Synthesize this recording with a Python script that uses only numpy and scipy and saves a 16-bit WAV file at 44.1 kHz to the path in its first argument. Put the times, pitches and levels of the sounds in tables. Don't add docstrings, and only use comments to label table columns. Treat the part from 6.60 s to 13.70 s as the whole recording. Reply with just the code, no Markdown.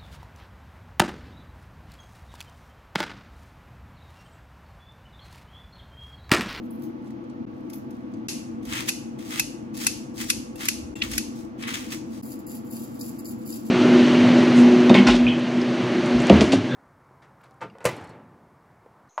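import sys
import numpy as np
from scipy import signal
from scipy.fft import rfft, irfft, next_fast_len
from scipy.io import wavfile
from scipy.ndimage import uniform_filter1d

SR = 44100
rng = np.random.default_rng(int(sys.argv[2]) if len(sys.argv) > 2 else 0)


def decibels_to_gain(level_db):
    exponent = np.asarray(level_db, float) / 20
    return 10 ** exponent


def store_wav(level_fs):
    pcm = np.round(np.clip(np.atleast_2d(level_fs), -1, 1) * 32767)
    wavfile.write(sys.argv[1], SR, pcm.T.astype(np.int16))


N = 313110
TIME = np.arange(N) / SR
SIZE = next_fast_len(N + SR)
HZ = np.arange(SIZE // 2 + 1) * SR / SIZE + 0.0008


def shape(x, gain):
    return irfft(rfft(x, SIZE) * gain, SIZE)[..., :N]


def along(table):
    hz, value = np.transpose(table)
    return np.interp(np.log(HZ), np.log(hz), value)


def bumps(table):
    return decibels_to_gain(sum(db * np.exp(-.5 * ((HZ - hz) / (width / 2)) ** 2) for hz, width, db in table))


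def band(x, lo_hz, hi_hz):
    sos = signal.butter(3, [lo_hz, min(hi_hz, .45 * SR)], "bandpass", fs=SR, output="sos")
    return signal.sosfilt(sos, x)


def level(x, db=0):
    return x * decibels_to_gain(db) / np.sqrt(np.mean(x ** 2))


def add(out, x, s):
    i = int(s * SR)
    out[..., i:i + x.shape[-1]] += x[..., :N - i]


def gains(pushes, layers, stops=()):
    out = np.zeros((len(layers), N))
    for start_s, full_s, go_s, db, bright_db in pushes:
        end_s = min([s for s in stops if s > start_s] + [go_s + .3])
        t = TIME[int(start_s * SR):int(end_s * SR)]
        short = np.clip((full_s - t) / max(full_s - start_s, .002), 0, 1)
        late = np.maximum(t - go_s, 0)
        curves = [db + offset + weight * bright_db - attack * short - release * late
                  for offset, weight, attack, release in layers]
        add(out, decibels_to_gain(np.array(curves)), start_s)
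    return out


def grains(rate, scatter_db):
    spread = np.minimum(rng.exponential(size=N), 5)
    size = decibels_to_gain(scatter_db * spread) * rng.standard_normal(N)
    return size * (rng.random(N) < rate / SR)


def ring(modes, length=.4):
    t = np.arange(int(length * SR)) / SR
    return sum(decibels_to_gain(db - 60 * t / t60) * np.sin(2 * np.pi * hz * t) for hz, db, t60 in modes)


def burst(db, top_db, rise, t60, lo_hz, air_db):
    t = np.arange(2048) / SR
    envelope = np.minimum(t / rise, 1) * decibels_to_gain(-60 * np.maximum(t - rise, 0) / t60)
    noise = rng.standard_normal(2048) * envelope
    top = band(noise, 9000, 12900) + decibels_to_gain(air_db) * band(noise, 12900, 16500)
    return decibels_to_gain(db) * (band(noise, lo_hz, 9000) + decibels_to_gain(top_db) * top)


# pitch_hz, density_db (per Hz)
FAN_MID = [(21, -69), (35, -21.5), (65, -25), (129, -8), (185, -12), (233, -2), (342, -7.5), (410, -24),
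           (490, -17), (572, -23.5), (1110, -29), (1270, -29.5), (6360, -55), (8430, -73), (16000, -57)]
# pitch_hz, width_hz, boost_db
DUCT = [(62, 14, 2), (112, 34, 0.5), (143, 15, -2), (165.5, 14.2, -14), (231.4, 25, 5), (320.3, 29, 3.5),
        (489, 40, 6), (662, 27, 5.5), (858, 49, 6.5), (1129, 37, 7)]
# pitch_hz, likeness_0_to_1, right_phase_rad, left_minus_right_db
FAN_PORTS = [(30, .95, 3, 8), (61, 0.9, 1.5, -0.5), (95, 1, -1.4, 1), (152, 0.97, 0.6, 4.5), (216, 1, 1, 0),
             (262, 0.94, 0.7, 0), (311, 0.66, 0.5, 8.5), (430, 0.43, -1.5, -0.5), (760, 0.02, -2.5, -3),
             (1620, 0.61, -3, 0), (3250, 0.22, -0.5, -0.5), (6260, 0, -15.5, 3), (10540, .6, 0.5, -3),
             (15000, 0.1, -11, -2)]


def fan():
    hz, *columns = np.transpose(FAN_PORTS)
    like, phase, pan_db = (along(np.transpose([hz, c])) for c in columns)
    like = np.clip(like, 0, 1)
    shared, left, right = rfft(rng.standard_normal((3, SIZE)))
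    common = np.sqrt(like) * shared
    own = np.sqrt(1 - like)
    pair = np.array([common + own * left, common * np.exp(1j * phase) + own * right])
    colour = decibels_to_gain(along(FAN_MID) + np.array([pan_db, -pan_db]) / 2) * bumps(DUCT)
    return level(irfft(pair * colour, SIZE)[:, :N], -35)


# peak_s, level_db
THUMPS = [
    (1.8, -60),
    (2.1, -47.5),
    (2.862, -50),
    (3.28, -53),
    (3.68, -48),
    (4.03, -56),
    (4.23, -48),
    (4.5, -43),
    (4.84, -62),
    (5.21, -47),
]


def rocking():
    rise_db_s, fall_db_s = 109, 56
    gain = sum(decibels_to_gain(db - np.maximum(rise_db_s * (s - TIME), fall_db_s * (TIME - s))) for s, db in THUMPS)
    return gain * level(band(rng.standard_normal(N), 46.4, 108))


# start_s, full_s, release_s, level_db, brightness_db
SHAKING = [(5.626, 5.7, 5.738, -52, 1.5), (5.79, 5.83, 5.8, -55.5, -1.5), (5.864, 5.9, 5.97, -51, 1.5),
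           (6.045, 6.07, 6.14, -60, 0), (6.105, 6.16, 6.24, -50.5, 0), (6.24, 6.26, 6.42, -59.5, -4),
           (6.345, 6.36, 6.33, -52.5, 3.5), (6.392, 6.406, 6.49, -51.5, 2.5), (6.49, 6.52, 6.58, -60, -5),
           (6.585, 6.6, 6.6, -56, 4.5), (6.645, 6.66, 6.722, -52, 2), (6.78, 6.82, 7.1, -58.5, -5.5),
           (6.856, 6.91, 6.97, -50, 1), (7.05, 7.08, 7.54, -58, -3.5)]
# offset_db, brightness_weight, attack_depth_db, release_db_per_s
SALT_LAYERS = [(-1, 0, 9, 450), (0, 1, 3, 600), (-3, 1, -3, 450)]
# start_s, peak_db, top_db
KNOCKS = [(5.6308, -42, 2), (5.653, -46, -6), (5.718, -37, 1), (5.868, -53, -9), (5.8867, -49, -2),
          (6.112, -44, 4), (6.1672, -37.5, 6.5), (6.3515, -47, -4.5), (6.393, -43, -12), (6.411, -26.5, -7),
          (6.591, -40, 4), (6.6545, -32, -11), (6.693, -45, -15), (6.861, -40, -4), (6.889, -43, -13),
          (6.926, -29.5, -15)]
# pitch_hz, width_hz, level_db
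SHAKER = [(4620, 90, -16), (5010, 110, -11), (7190, 150, 1), (10900, 250, -13), (11500, 350, -8)]


def shaker():
    salt = level(grains(4000, 2.2))
    body, top, air = gains(SHAKING, SALT_LAYERS)
    hits = top * level(grains(900, 2.9))
    out = decibels_to_gain(0.5) * band(body * salt, 2600, 11800)
    out = out + top * level(band(salt, 10450, 13140))
    out = out + air * level(band(salt, 13500, 16500))
    for s, db, top_db in KNOCKS:
        add(out, burst(db - 8, top_db + 12, .0005, .012, 4000, -2), s)
        add(hits, decibels_to_gain(db - 10.0) * rng.standard_normal(40), s)
        modes = [(hz + 120 * rng.standard_normal(), -4, .045) for hz in (4700, 5150)]
        add(out, decibels_to_gain(db - 9) * ring(modes, .05), s)
    glass = sum(decibels_to_gain(db) * signal.lfilter(*signal.iirpeak(hz, hz / width, SR), hits)
                for hz, width, db in SHAKER)
    return out + decibels_to_gain(16) * glass


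# start_s, full_s, release_s, level_db, brightness_db
TEARING = [
    (0.0, .035, 0.054, -68.5, 4),
    (.1, .107, 0.15, -75, 10),
    (.185, .245, 0.25, -62.5, 5),
    (.36, .48, 0.48, -68, -14),
    (.63, .64, 0.72, -87, -17),
    (.87, .95, 1.07, -79, -2),
    (1.085, 1.097, 1.057, -58, -1),
    (1.125, 1.132, 1.154, -61.5, 8.5),
    (1.3, 1.305, 1.38, -74, -5),
    (1.36, 1.4, 1.58, -78.5, -8),
]
# offset_db, brightness_weight, attack_depth_db, release_db_per_s
TEAR_LAYERS = [(1.5, 0.094, 21, 320), (2, 1.3, 25, 331)]
# start_s, full_s, release_s, level_db, brightness_db
CUTTING = [(2.025, 2.125, 2.205, -35.5, -3.5), (2.26, 2.284, 2.33, -35, 2), (2.576, 2.59, 2.67, -55.5, 1),
           (2.65, 2.726, 2.79, -38, -0.5), (3.13, 3.148, 3.14, -51, 1.5), (3.14, 3.215, 3.245, -41, 4),
           (3.54, 3.61, 3.62, -37.5, 2.5), (3.67, 3.695, 3.7, -40, 5), (3.95, 3.958, 3.9, -60.5, 3),
           (3.96, 4.012, 4.06, -39, -0.5), (4.35, 4.358, 4.35, -44, -1.5), (4.414, 4.425, 4.44, -37, -3),
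           (4.47, 4.52, 4.56, -44.5, 4.5), (4.72, 4.76, 4.81, -63.5, 8), (4.975, 4.995, 5.02, -49.5, -2.5),
           (5.016, 5.026, 5.1, -42.5, -13), (5.068, 5.079, 5.08, -35.5, -3),
           (5.125, 5.143, 5.142, -32.5, -3.5), (5.17, 5.2, 5.29, -52.5, -0.5),
           (5.298, 5.322, 5.323, -38.5, 0.5), (5.45, 5.54, 5.57, -60, 6)]
CUT_LAYERS = [(0, 0, 34, 330), (-1, 1, 25, 270), (-5, 1.1, 23, 280)]
# start_s, peak_db, top_db
SNAPS = [(0.1066, -62.5, 19), (0.1944, -67, 12), (0.2296, -59, -2), (0.468, -53, -20), (0.504, -50, -4),
         (0.6384, -58, -39), (0.697, -50, -29), (1.099, -41.5, -0.5), (1.1323, -39, -2), (1.3063, -51, 4),
         (1.5373, -49, -24), (2.0518, -39.5, 0), (2.1326, -24.5, -32), (2.176, -25.5, -17),
         (2.59, -42, -11), (3.1413, -44, -5), (3.1733, -31.5, 0), (3.5783, -30, -17), (3.9567, -41, 2),
         (4.0534, -22, -0.5), (4.5136, -28, -1), (4.534, -24, -26), (5.0237, -29, -26),
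         (5.0777, -36.5, -16), (5.1014, -32, -20), (5.14, -22, -28), (5.3034, -32, -10), (5.3206, -27, -12)]


def leaves():
    own_cells = np.array([grains(6000, 2.8), grains(5000, 2.8)])
    cells = grains(4500, 3.9) + 0.97 * own_cells
    low, mid, top = gains(CUTTING, CUT_LAYERS, np.transpose(SNIPS)[0])
    out = low * level(band(cells, 1000, 3500))
    out = out + mid * level(band(cells, 3500, 9000))
    out = out + top * level(band(cells, 9000, 16000))
    fine = grains(5500, 5.3)
    mid, top = gains(TEARING, TEAR_LAYERS)
    out = out + mid * level(band(fine, 2300, 13600)) + top * level(band(fine, 11200, 15000))
    for s, db, top_db in SNAPS:
        add(out, burst(db - 2, top_db + 4.0, 0.0008, 0.035, 1200, -9), s)
    return out


# start_s, peak_db, top_db, ring_db, room_db
SNIPS = [
    (1.6839, -30.5, -11, -13.5, 11),
    (2.2885, -16, -6, -9.5, -4.5),
    (2.795, -11.5, -7.5, -10, -9),
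    (3.266, -11.5, -5.5, -16, -6),
    (3.7, -11, -6.5, -16, -7.5),
    (4.084, -13, -8, -13.5, -5.5),
    (4.5784, -14, -9.5, -16.5, -8),
]
# pitch_hz, level_db, t60_s
BLADES = [(2534, -5, 0.085), (2640, -4, 0.083), (2704, -7.5, 0.069)]
# start_s, level_db, low_hz, high_hz
JAB = (4.4185, -21, 2000, 4400)
# start_s, level_db
TOUCHES = [
    (3.957, -53),
    (4.355, -41),
]
# pitch_hz, level_db, t60_s
BOWL = [(2730, -3, 0.19), (3600, -10.5, 0.19), (7400, -1, 0.11)]


def scissors():
    near, far = np.zeros((2, N)), np.zeros(N)
    pan_db = 0.3
    pan = decibels_to_gain(np.array([[pan_db], [-pan_db]]) / 2)
    click = band(np.eye(1, 1024)[0], 1600, 12800)
    for s, db, top_db, ring_db, room_db in SNIPS:
        crack = burst(db - 0.5, top_db + 9, 0.002, 0.031, 1180, -20)
        push = rng.standard_normal(130) / 11
        metal = decibels_to_gain(db + ring_db) * np.convolve(ring(BLADES), push)
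        add(far, decibels_to_gain(db + room_db + 20.5) * click, s)
        add(far, decibels_to_gain(db + room_db + ring_db + 31) * band(click, 2330, 3080), s)
        add(metal, crack, 0)
        add(metal, decibels_to_gain(db + 14) * click, .0018)
        add(near, metal * pan, s)
    s, db, lo_hz, hi_hz = JAB
    jab = sum(band(burst(db + 11, -30, rise, .014, 1200, 0), lo_hz, hi_hz)
              for rise in (.0004, .0015, .0035))
    add(near, jab, s)
    add(far, decibels_to_gain(db + 19) * band(click, lo_hz, hi_hz), s)
    for s, db in TOUCHES:
        add(near, decibels_to_gain(db) * ring(BOWL), s)
    return near, far


# pitch_hz, width_hz, boost_db
TONE_SHAPING = [(1250, 210, 3), (2375, 860, 3.5), (3160, 700, -1), (5700, 2400, 1.5)]


def tone_shaped(x):
    return shape(x, bumps(TONE_SHAPING))


# pitch_hz, t60_s, level_db
ROOM = [(654, 0.34, 3), (1430, 0.45, -8), (2490, 0.56, -1.5), (3700, 0.44, -2.5), (5590, 0.45, 8),
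        (7000, 0.49, -2), (13000, 0.35, -5), (15000, 0.13, -19)]


def room(x, wet_db):
    t = np.arange(SR // 2) / SR
    hz, t60, db = np.transpose(ROOM)
    tail = 0
    for centre_hz in 600 * 2 ** np.arange(0, 4.8, 1 / 3):
        fall_db = np.interp(centre_hz, hz, db) - 60 * t / np.interp(centre_hz, hz, t60)
        noise = rng.standard_normal((2, len(t)))
        tail = tail + decibels_to_gain(fall_db) * band(noise, centre_hz / 1.125, centre_hz * 1.125)
    tail = tail * np.minimum(t / 0.0008, 1)
    return decibels_to_gain(wet_db) * np.array([signal.fftconvolve(x, side)[:N] for side in tail])


def ports(x, bowl_db, pan_db):
    lag_s = 12 / SR
    t = np.arange(256) / SR
    scatter = band(rng.standard_normal((2, 256)), 2000, 8000) * decibels_to_gain(bowl_db - 60 * t / .012)
    scatter[:, 0] = 1
    gain = rfft(scatter, SIZE)
    gain = gain / np.abs(gain) ** .8
    gain = gain * decibels_to_gain(np.array([[pan_db], [-pan_db]]) / 2)
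    return shape(x, gain * np.exp(-2j * np.pi * HZ * lag_s * np.array([[1], [0]])))


def scene():
    crunch, salt = leaves(), shaker()
    snip, snip_far = scissors()
    snip, crunch = tone_shaped(snip), tone_shaped(crunch)
    walls = room(snip_far + decibels_to_gain(-9.5) * crunch[0] + decibels_to_gain(-9.5) * salt, -29)
    near = ports(snip, -5, 0.44) + ports(crunch, -5, 0.34) + ports(salt, -8.5, 0.96)
    return fan() + rocking() + near + walls


# pitch_hz, width_hz, boost_db
TREBLE_DIPS = [(9280, 240, -22), (11300, 2600, 3), (13250, 450, -24)]


def treble_colour(x):
    return shape(x, bumps(TREBLE_DIPS))


# low_hz, high_hz, floor_db, under_middle_db
DROPPED = [(8500, 9500, -107, -9), (12800, 13700, -104, -7), (13700, 14800, -97, -18),
           (14800, 16500, -98, -19)]


def gated(x):
    masked_db = -12.5
    hz, _, z = signal.stft(x, SR, nperseg=1024)
    power = np.mean(np.abs(z) ** 2, axis=0)
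    rest = power[(hz > 3000) & (hz < 8000)].mean(axis=0)
    whim = rng.standard_normal((len(DROPPED), len(rest)))
    whim = decibels_to_gain(3 * np.repeat(whim, 3, axis=1)[:, :len(rest)])
    for (lo_hz, hi_hz, floor_db, under_db), luck in zip(DROPPED, whim):
        part = (hz > lo_hz) & (hz < hi_hz)
        threshold = np.maximum(decibels_to_gain(2 * floor_db), rest * decibels_to_gain(2 * under_db))
        z[:, part] *= luck * power[part].mean(axis=0) > threshold
    patch = uniform_filter1d(uniform_filter1d(power, size=5, axis=0), size=3, axis=1)
    crisp = patch[(hz > 10000) & (hz < 12500)].mean(axis=0)
    z *= (patch > crisp * decibels_to_gain(2 * masked_db)) | (hz[:, None] > 8500)
    z[:, hz > 15950] *= decibels_to_gain(-30)
    return signal.istft(z, SR, nperseg=1024)[1][:, :N]


# out_s, in_s, fade_in_s
CUTS = [
    (0.855, .861, 0.01),
    (1.675, 1.682, 0.0028),
    (4.345, 4.354, 0.0019),
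    (5.616, 5.622, 0.011),
]


def joins():
    fade = np.ones(N)
    for out_s, in_s, rise in CUTS:
        fade *= np.clip(np.maximum((out_s - TIME) / 0.0027, (TIME - in_s) / rise), 0, 1)
    return fade


def band_limit(x):
    return signal.sosfilt(signal.butter(12, 16830, fs=SR, output="sos"), x)


def record(dry):
    mix = gated(treble_colour(dry)) * joins()
    return band_limit(mix)


dry = scene()
out = record(dry)
store_wav(out)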